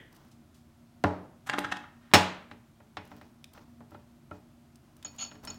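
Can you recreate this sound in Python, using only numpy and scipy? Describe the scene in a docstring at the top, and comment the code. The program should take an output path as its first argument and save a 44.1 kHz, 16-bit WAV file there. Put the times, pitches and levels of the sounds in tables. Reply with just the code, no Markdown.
"""A cast-metal lever juicer is worked on a kitchen table, close to the microphone.
The lever falls open with a loud clack and the foot knocks: each blow rings damped tones in frame, cup and table.
The loose hinge judders in short bursts of tiny slips as the lever lifts.
Juice squirts, wet peel clicks, fingers rub and pulp fizzes (gritty noise); a finger ring scrapes and squeaks on the cup.
A small room echoes everything softly, over quiet air noise and a faint hum of steady tones."""
import sys
import numpy as np
from scipy import signal
from scipy.fft import rfft, irfft
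from scipy.io import wavfile

SR = 44100
rng = np.random.default_rng(int(sys.argv[2]) if len(sys.argv) > 2 else 0)


def file_out(sig):
    """Save sig as 16-bit WAV at sys.argv[1]."""
    # one column per channel
    cols = np.atleast_2d(sig).T
    # limit, then scale
    lim = np.clip(cols, -1, 1)
    pcm = np.round(lim * 32767).astype(np.int16)
    wavfile.write(sys.argv[1], SR, pcm)


N = 246078
T = np.arange(N) / SR
RING_T = T[:int(.8 * SR)]
SHORT_T = RING_T[:len(RING_T) // 10]
BLOW_SIZE = np.sqrt(.01 * SR)  # a blow's level is its energy spread over 10 ms


# the lever falls against its stop; hardness is the treble limit of a contact
CLACK_S, CLACK_HARD_HZ, CLACK_CHATTER_S = 2.137, 11800, .0083
CLACK_FRAME_DB, CLACK_TABLE_DB, CLACK_CUP_DB = -8.5, -13.5, -22.5
# steps from one contact to the next: time, levels, and factors on hardness and chatter length
REBOUND_S, REBOUND_DB, REBOUND_TABLE_DB = .0082, -3, -16.5
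REBOUND_SOFTER, REBOUND_LOOSER = 0.56, 1.5


def clack(count=3):
    """The lever hits its stop and rebounds; each contact is weaker, softer and looser than the last."""
    contacts = []
    for k in range(count):
        contacts.append((
            CLACK_S + k * REBOUND_S,
            CLACK_HARD_HZ * REBOUND_SOFTER ** k,
            CLACK_FRAME_DB + k * REBOUND_DB,
            CLACK_TABLE_DB + k * REBOUND_TABLE_DB,
            CLACK_CUP_DB + k * REBOUND_DB,
            CLACK_CHATTER_S * REBOUND_LOOSER ** k))
    return blows(contacts, chatter_db=2.5, dense_db=-1, ring_db=-10, room_db=-5, foot_share=0.76, rock_db=-20)


# knocks of foot and fingers on the juicer; the table level is that of the push before it is softened
# columns: start_s, hardness_hz, frame_db, table_db, cup_db
KNOCKS = [(1.0409, 820, -17, -18.5, -58), (2.115, 3530, -51, -51, -70), (2.5137, 2720, -44, -47, -66),
          (2.8031, 1398, -56.5, -53, -74.5), (2.9706, 3000, -35, -39, -54),
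          (3.117, 1800, -48.5, -45.5, -57), (3.2135, 2464, -50.5, -51.5, -66),
          (3.5768, 2166, -52.5, -50.5, -75), (3.8069, 870, -51, -49.5, -81),
          (3.9178, 990, -57.5, -45, -61.5), (3.947, 1198, -47, -44.5, -54), (4.3125, 724, -43, -38, -42.5),
          (5.0496, 3300, -49.5, -48, -52.5), (5.3147, 3000, -50, -48, -58), (5.3545, 2520, -57, -48, -62),
          (5.474, 6040, -45.5, -43.5, -39)]
KNOCK_CHATTER_S = 0.0051
# the first touch: how much earlier, level relative to the frame, fade time
TICK_LEAD_S, TICK_DB, TICK_S = 0.0016, -20.5, .0006


def knocks(tick_hz=11000):
    """A bright tick of noise at first touch, then the blow itself."""
    ticks = np.zeros(N)
    for start_s, _, frame_db, _, _ in KNOCKS:
        tick = unit(grit(len(RING_T), 3) * np.exp(-RING_T / TICK_S))
        add(ticks, start_s - TICK_LEAD_S, BLOW_SIZE * undb(frame_db + TICK_DB) * tick)
    ticks = through(soften(ticks, tick_hz), colour(CASTING_COLOUR))
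    contacts = [(*knock, KNOCK_CHATTER_S) for knock in KNOCKS]
    body = blows(contacts, chatter_db=3.5, dense_db=0, ring_db=-11.5, room_db=-6.0, foot_share=1.1, rock_db=-7.5)
    return body + kitchen(ticks, wet_db=-8)


# ringing tones of the table, the cast frame and the strainer cup, levels relative within each table
# columns: pitch_hz, level_db, decay_s (time to fall by 60 dB)
TABLE_TONES = [(91.5, 2.5, 0.32), (112.5, -2.5, 0.21), (124, -6.5, 0.041), (183, 1, 0.53), (199.5, -4, .26),
               (218.5, -9, .26), (293.6, 4, 0.33), (329, -0.5, 0.17), (434, -6.5, .26), (425, -5, 0.28),
               (510, -16.5, 0.27), (588, 0, 0.28), (632.6, -10, 0.67), (733, -2, .26), (797, -10, 0.075),
               (918, -6.5, .17)]
FRAME_TONES = [(842, 4, .33), (950, -2, .35), (1042, -4, .24), (1152, -5, .2), (1427, -2, .18),
               (1504, -2, .18), (1663, -5, .2), (1773, -3, .18), (1858, 2, .18), (2028, -3, .24),
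               (2500, -6, .22), (2670, -2, .12), (2826, -6, .3), (3505, -5, .16), (3960, 0, .13)]
CUP_TONES = [(1300, -7, .06), (1380, -6, .06), (2500, -13, .25), (2970, -8, .06), (4400, -7, .06),
             (4465, -13, .18), (5350, 2, .1), (5385, -8, .26), (6670, -7, .09), (6745, -12, .3),
             (10780, -22, .18), (11600, -20, .12)]
# tone colour of the casting when struck; columns: pitch_hz, relative level_db
CASTING_COLOUR = [(60, -23), (150, -0.5), (300, 0.5), (480, -2.5), (700, 1), (1300, 0.5), (2000, -1),
                  (4000, -4.5), (5000, -9), (8000, -11.5), (11000, -18.5), (16000, -14)]
# the juicer rocks: its second foot meets the table this much later
ROCK_S = .0022


def blows(contacts, chatter_db, dense_db, ring_db, room_db, foot_share, rock_db,
          dense_t60=.081, room_build_s=0.0037, lowest_hz=60):
    """Each blow chatters briefly in the loose joints, rings frame, cup and table, and echoes in the kitchen."""
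    out, table = np.zeros((2, N))
    t = RING_T
    casting, frame, cup = colour(CASTING_COLOUR), modes(FRAME_TONES), modes(CUP_TONES)
    push = 1. * (t == 0)
    for start_s, hard_hz, frame_db, table_db, cup_db, chatter_s in contacts:
        chatter = undb(chatter_db) * unit(grit(len(t), 2.5) * np.exp(-t / chatter_s))
        # the casting's many short modes blur into a noisy crash
        dense_fade = np.exp(-np.log(1000) * t / dense_t60)
        dense = undb(dense_db) * unit(rng.standard_normal(len(t)) * dense_fade)
        room = undb(room_db) * tail(KITCHEN_DECAY, room_build_s)
        crash = unit(through(push + chatter + dense + room, casting))
        crash = crash + undb(ring_db) * frame
        add(out, start_s, undb(frame_db) * unit(soften(crash, hard_hz)))
        # a softer contact reaches only the cup's lower modes
        cup_ring = soften(soften(cup, 1.4 * hard_hz), 1.4 * hard_hz)
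        add(out, start_s, undb(cup_db) * unit(cup_ring))
        foot = undb(table_db) * soften(push, foot_share * hard_hz)
        add(table, start_s, foot)
        add(table, start_s + ROCK_S, undb(rock_db) * foot)
    # the table top gives off little deep bass
    bass_cut = signal.butter(3, lowest_hz, "highpass", fs=SR, output="sos")
    thud = signal.sosfilt(bass_cut, through(table, modes(TABLE_TONES)))
    return BLOW_SIZE * (out + thud)


# catches of the hinge, levels before the shares heard from pin, frame and table
# columns: peak time_s, level_db, rise_s (from start to peak), hardness_hz
CATCHES = [(1.473, -42.5, 0.0051, 12000), (1.498, -26, 0.0016, 4675), (1.537, -27.5, 0.0032, 2505),
           (1.585, -26.5, 0.0016, 2476), (1.5897, -35.5, 0.0012, 12990), (1.6472, -30, 0.0036, 3342),
           (1.7231, -27.5, 0.0031, 5000), (1.7696, -41.5, .0019, 5480), (1.841, -48, 0.0029, 1940)]
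# turns of the lever on its dry pin, same kind of level; columns: start_s, length_s, level_db
TURNS = [(1.468, .29, -50), (2.002, 0.16, -64.5)]
# tone colour of the pin; columns: pitch_hz, relative level_db
HINGE_COLOUR = [(60, -23), (100, -4), (320, -6), (470, -11), (900, -1.5), (1400, 3), (1900, 0.5),
                (2300, -7), (3300, -5.5), (4700, -12.5), (7000, -11), (16000, -17.5)]
# the pin creeps just before it lets go: how much earlier, relative level
CREEP_LEAD_S, CREEP_DB = .006, -10
TURN_ATTACK_S, TURN_RELEASE_S = 0.011, .055


def hinge(slip_db=-.5, ring_db=-19.5, table_db=-19):
    """The dry pin drags and lets go in short bursts of slips that shake the frame and table."""
    force, pin = np.zeros(N), colour(HINGE_COLOUR)
    creeps = [(peak_s - CREEP_LEAD_S, db + CREEP_DB, rise_s, hard_hz) for peak_s, db, rise_s, hard_hz in CATCHES]
    for peak_s, db, rise_s, hard_hz in CATCHES + creeps:
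        swell_and_fade = SHORT_T / rise_s * np.exp(-SHORT_T / rise_s)
        slips = grit(len(SHORT_T), 3) * swell_and_fade
        burst = unit(through(soften(slips, hard_hz), pin))
        add(force, peak_s - rise_s, BLOW_SIZE * undb(db) * burst)
    drag = sum(undb(db) * stroke(start_s, length_s, TURN_ATTACK_S, TURN_RELEASE_S)
               for start_s, length_s, db in TURNS)
    force += drag * through(soften(grit(N, 2.6), 4000), pin)
    body = undb(ring_db) * modes(FRAME_TONES) + undb(table_db) * modes(TABLE_TONES)
    return undb(slip_db) * force + through(force, body)


# juice squirts (the first three rows) and wet clicks
# columns: start_s, level_db, pitch_hz (within the noise band), fade_s
SQUIRTS_AND_CLICKS = [(0.159, -66.5, 5960, .012), (0.314, -63, 5500, 0.017), (0.544, -61.5, 5430, 0.049),
                      (3.076, -68, 11000, 0.0019), (3.4423, -49, 4000, 0.0021), (4.757, -62, 7000, .0036),
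                      (4.967, -65.5, 9070, .003), (5.027, -54.5, 3220, 0.0051), (5.451, -48, 9880, 0.0021)]


def squirts_and_clicks(width_octaves=0.86):
    """Juice squirts and wet peel clicks: short bursts of gritty noise in one band."""
    out = np.zeros(N)
    for start_s, db, pitch_hz, fade_s in SQUIRTS_AND_CLICKS:
        low_hz = pitch_hz / 2 ** width_octaves
        high_hz = min(pitch_hz * 2 ** (width_octaves / 2), .45 * SR)
        band = signal.butter(1, [low_hz, high_hz], "bandpass", fs=SR, output="sos")
        burst = signal.sosfilt(band, grit(len(SHORT_T), 5.3) * np.exp(-SHORT_T / fade_s))
        add(out, start_s, BLOW_SIZE * undb(db) * unit(burst))
    return out


# fingers rubbing on peel and metal, levels before wavering; columns: start_s, length_s, level_db
RUBS = [(0.114, 0.11, -61.5), (3.02, .22, -63), (3.527, 0.076, -58), (3.896, 0.045, -64),
        (4.319, 0.044, -62.5), (4.826, .17, -71), (5.03, 0.31, -61.5), (5.425, 0.069, -51.5)]
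# tone colour of rubbing skin; columns: pitch_hz, relative level_db
SKIN_COLOUR = [(80, 8.5), (200, 6.5), (500, 2), (1000, 4.5), (2500, -11), (6000, -11.5), (10000, -31.5),
               (16000, -17)]
RUB_ATTACK_S, RUB_RELEASE_S = 0.012, 0.05
# tiny wet ticks scattered through every rub: average rate, level relative to the rub, treble above
WET_PER_S, WET_DB, WET_HZ = 35, -11, 3000


def rubs(wet_s=0.0025, table_db=-9):
    """Rubbing fingers make uneven grit that shakes the table, with wet ticks at random moments."""
    effort = sum(undb(db) * stroke(start_s, length_s, RUB_ATTACK_S, RUB_RELEASE_S)
                 for start_s, length_s, db in RUBS)
    rub = effort * undb(3 * wander(count=60)) * grit(N, 7)
    chosen = rng.random(N) < WET_PER_S / SR
    tick_starts = effort * chosen * rng.standard_normal(N) * np.sqrt(SR / WET_PER_S)
    bass_cut = signal.butter(1, WET_HZ, "highpass", fs=SR, output="sos")
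    tick = signal.sosfilt(bass_cut, rng.standard_normal(len(SHORT_T)) * np.exp(-SHORT_T / wet_s))
    wet = undb(WET_DB) * through(tick_starts, unit(tick))
    return through(rub, colour(SKIN_COLOUR)) + undb(table_db) * through(rub, modes(TABLE_TONES)) + wet


# tone colour of the squeezed pulp; columns: pitch_hz, relative level_db
PULP_COLOUR = [(300, 4.5), (1200, -16.5), (1900, 2), (2600, -14), (3300, -5.5), (4000, -29), (12000, -38)]
FIZZ_DB, FIZZ_FADE_S = -50, 0.066


def fizz():
    """The pulp fizzes out as the pressure is let off: gritty noise fading from the very start."""
    hiss = undb(FIZZ_DB) * np.exp(-T / FIZZ_FADE_S) * grit(N, 3.3)
    return through(hiss, colour(PULP_COLOUR))


# slides of the finger ring over the cup, levels before the swell, wavering and shares below
# columns: start_s, length_s, scrape_db, squeak_db
SLIDES = [(5.0472, 0.0088, -46.5, -36), (5.1825, .058, -46, -44), (5.501, 0.0031, -48.5, -38)]
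# tone colours of the ring's touch on the cup and of its rasp; columns: pitch_hz, relative level_db
RING_CONTACT_COLOUR = [(300, -51.5), (1300, 4), (3000, -4), (4460, 15), (5375, -7), (6700, -7), (8000, -23),
                       (12000, -17)]
RING_RASP_COLOUR = [(200, -29), (650, 13), (1400, 7.5), (1900, 1), (3000, 18), (4400, 4.5), (5500, -4),
                    (6900, 23), (8000, -38), (9300, -8), (16000, -20)]
# the ring bites at once and presses harder as it goes
SLIDE_ATTACK_S, SLIDE_RELEASE_S, SLIDE_SWELL_DB_PER_S = 0.0014, 0.015, 125


def scrape(cup_db=-7, rasp_db=-2.5):
    """The ring rasps over the cup in uneven slips that keep its modes ringing."""
    pressure = sum(undb(db) * stroke(start_s, length_s, SLIDE_ATTACK_S, SLIDE_RELEASE_S, SLIDE_SWELL_DB_PER_S)
                   for start_s, length_s, db, _ in SLIDES)
    slips = pressure * undb(4.5 * wander(count=300)) * grit(N, 6)
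    cup = through(through(slips, colour(RING_CONTACT_COLOUR)), modes(CUP_TONES))
    return undb(cup_db) * cup + undb(rasp_db) * through(slips, colour(RING_RASP_COLOUR))


def squeaks(pitch_hz=6775, stop_s=0.0036, waver_hz=70, rough_db=3):
    """Stick and slip lock onto a high mode of the cup; the wavering tone dies when the ring lets go."""
    level = sum(undb(db) * stroke(start_s, length_s, SLIDE_ATTACK_S, stop_s, SLIDE_SWELL_DB_PER_S)
                for start_s, length_s, _, db in SLIDES)
    phase = 2 * np.pi * np.cumsum(pitch_hz + waver_hz * wander(count=700)) / SR
    return level * undb(rough_db * wander(count=500)) * np.sqrt(2) * np.sin(phase)


# how long the kitchen echoes; columns: pitch_hz, decay_s (time to fall by 60 dB)
KITCHEN_DECAY = [(100, 0.57), (400, 0.59), (1000, 0.54), (3000, 0.49), (5500, 0.39), (14000, .23)]


def kitchen(x, wet_db, build_s=.004):
    """Reflections from near walls build up quickly, then die away, the treble soonest."""
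    return x + undb(wet_db) * through(x, tail(KITCHEN_DECAY, build_s))


# tone colour of the room air; columns: pitch_hz, relative level_db
AIR_COLOUR = [(15, -48.5), (25, -20.5), (87, -10.5), (149, -10), (200, -19), (236, -6), (263, -18),
              (335, -16), (489, -36), (575, -23.5), (887, -30), (962, -29.5), (1440, -31.5), (1610, -35),
              (16000, -47.5)]
AIR_DB = -59.5
# steady hum, levels before wavering; columns: pitch_hz, level_db
HUM = [(80.7, -72), (140, -70.5), (236.7, -62.5), (710.6, -80.5)]


def background(waver_db=3.5):
    """Quiet room air (coloured noise) and the slightly wavering hum of an appliance (steady sines)."""
    air = undb(AIR_DB) * through(rng.standard_normal(N), colour(AIR_COLOUR, size=8192))
    hum = sum(np.sqrt(2) * undb(db) * np.sin(2 * np.pi * (pitch_hz * T + rng.random()))
              for pitch_hz, db in HUM)
    return air + undb(waver_db * wander(count=5)) * hum


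def undb(db):
    """Decibels to gain."""
    return 10 ** (np.asarray(db) / 20)


def unit(x):
    """Scale to an energy of one."""
    return x / np.sqrt(np.sum(x ** 2))


def at_hz(points, hz):
    """Read (pitch_hz, value) points on a log-frequency axis."""
    f, value = np.transpose(points)
    return np.interp(np.log(np.maximum(hz, 1)), np.log(f), value)


def through(x, response):
    """Pass a sound through an impulse response."""
    return signal.fftconvolve(x, response)[:len(x)]


def colour(points, size=2048):
    """Response of unit energy with the given spectrum, its energy as early as possible (minimum phase)."""
    log_gain = np.log(undb(at_hz(points, np.fft.rfftfreq(size, 1 / SR))))
    cepstrum = irfft(log_gain)
    # folding the second half onto the first leaves nothing before the start
    cepstrum[1:size // 2] *= 2
    cepstrum[size // 2 + 1:] = 0
    return unit(irfft(np.exp(rfft(cepstrum))))


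def modes(table):
    """Ring of damped sines; neighbouring modes move in opposite senses."""
    ring = np.zeros(len(RING_T))
    for k, (pitch_hz, db, t60) in enumerate(table):
        level = undb(db - 60 * RING_T / t60)
        ring += (-1) ** k * level * np.sin(2 * np.pi * pitch_hz * RING_T)
    return unit(ring)


def tail(decays, build_s, count=10):
    """Diffuse ring: noise whose bands each die at their own rate."""
    hz, centres = np.fft.rfftfreq(len(RING_T), 1 / SR), np.geomspace(80, 16000, count)
    # overlapping bands that add up to the whole spectrum
    shares = np.array([at_hz(np.c_[centres, row], hz) for row in np.eye(count)])
    bands = irfft(rfft(rng.standard_normal(len(RING_T))) * shares, len(RING_T))
    fades = np.exp(-np.log(1000) * RING_T / at_hz(decays, centres)[:, None])
    build = 1 - np.exp(-RING_T / build_s)
    return unit(np.sum(bands * fades, axis=0) * build)


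def soften(x, hz):
    """A softer contact pushes for longer and loses its treble."""
    return signal.sosfilt(signal.butter(2, min(hz, .45 * SR), fs=SR, output="sos"), x)


def grit(size, spread_db):
    """Dense tiny slips of unequal strength, rms one."""
    strength = undb(spread_db * np.clip(rng.standard_normal(size), -2, 2))
    slips = rng.standard_normal(size) * strength
    return slips / np.std(slips)


def add(track, start_s, sound):
    """Mix a sound into a track at the given time."""
    start = max(int(start_s * SR), 0)
    track[start:start + len(sound)] += sound[:N - start]


def wander(count):
    """Random levels joined by straight lines, count of them a second."""
    knots = np.arange(0, T[-1] + 1, 1 / count)
    return np.interp(T, knots, np.clip(rng.standard_normal(len(knots)), -2, 2))


def stroke(start_s, length_s, attack_s, release_s, swell_db_per_s=0):
    """Gain of one movement: it rises, holds or swells for its length, then dies away."""
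    age = np.maximum(T - start_s, 0)
    held = np.minimum(age, length_s)
    rise = np.minimum(age / attack_s, 1)
    return rise * undb(swell_db_per_s * held) * np.exp(-(age - held) / release_s)


def scene():
    """The juicer and the fruit in the room, over its hum; sounds from inside the cup reach the walls less."""
    inside = squirts_and_clicks() + rubs() + fizz() + scrape() + squeaks()
    juicer = clack() + knocks() + kitchen(hinge(), wet_db=-11)
    return (juicer + kitchen(inside, wet_db=-14.5) + background())[None]


def record(dry):
    """The recorder rounds off the loudest peaks and cuts the deepest bass and the top."""
    bass_cut = signal.butter(2, 38, "highpass", fs=SR, output="sos")
    top_cut = signal.ellip(10, .2, 90, 16100, fs=SR, output="sos")
    return signal.sosfilt(top_cut, signal.sosfilt(bass_cut, np.tanh(dry)))


dry = scene()
out = record(dry)
file_out(out)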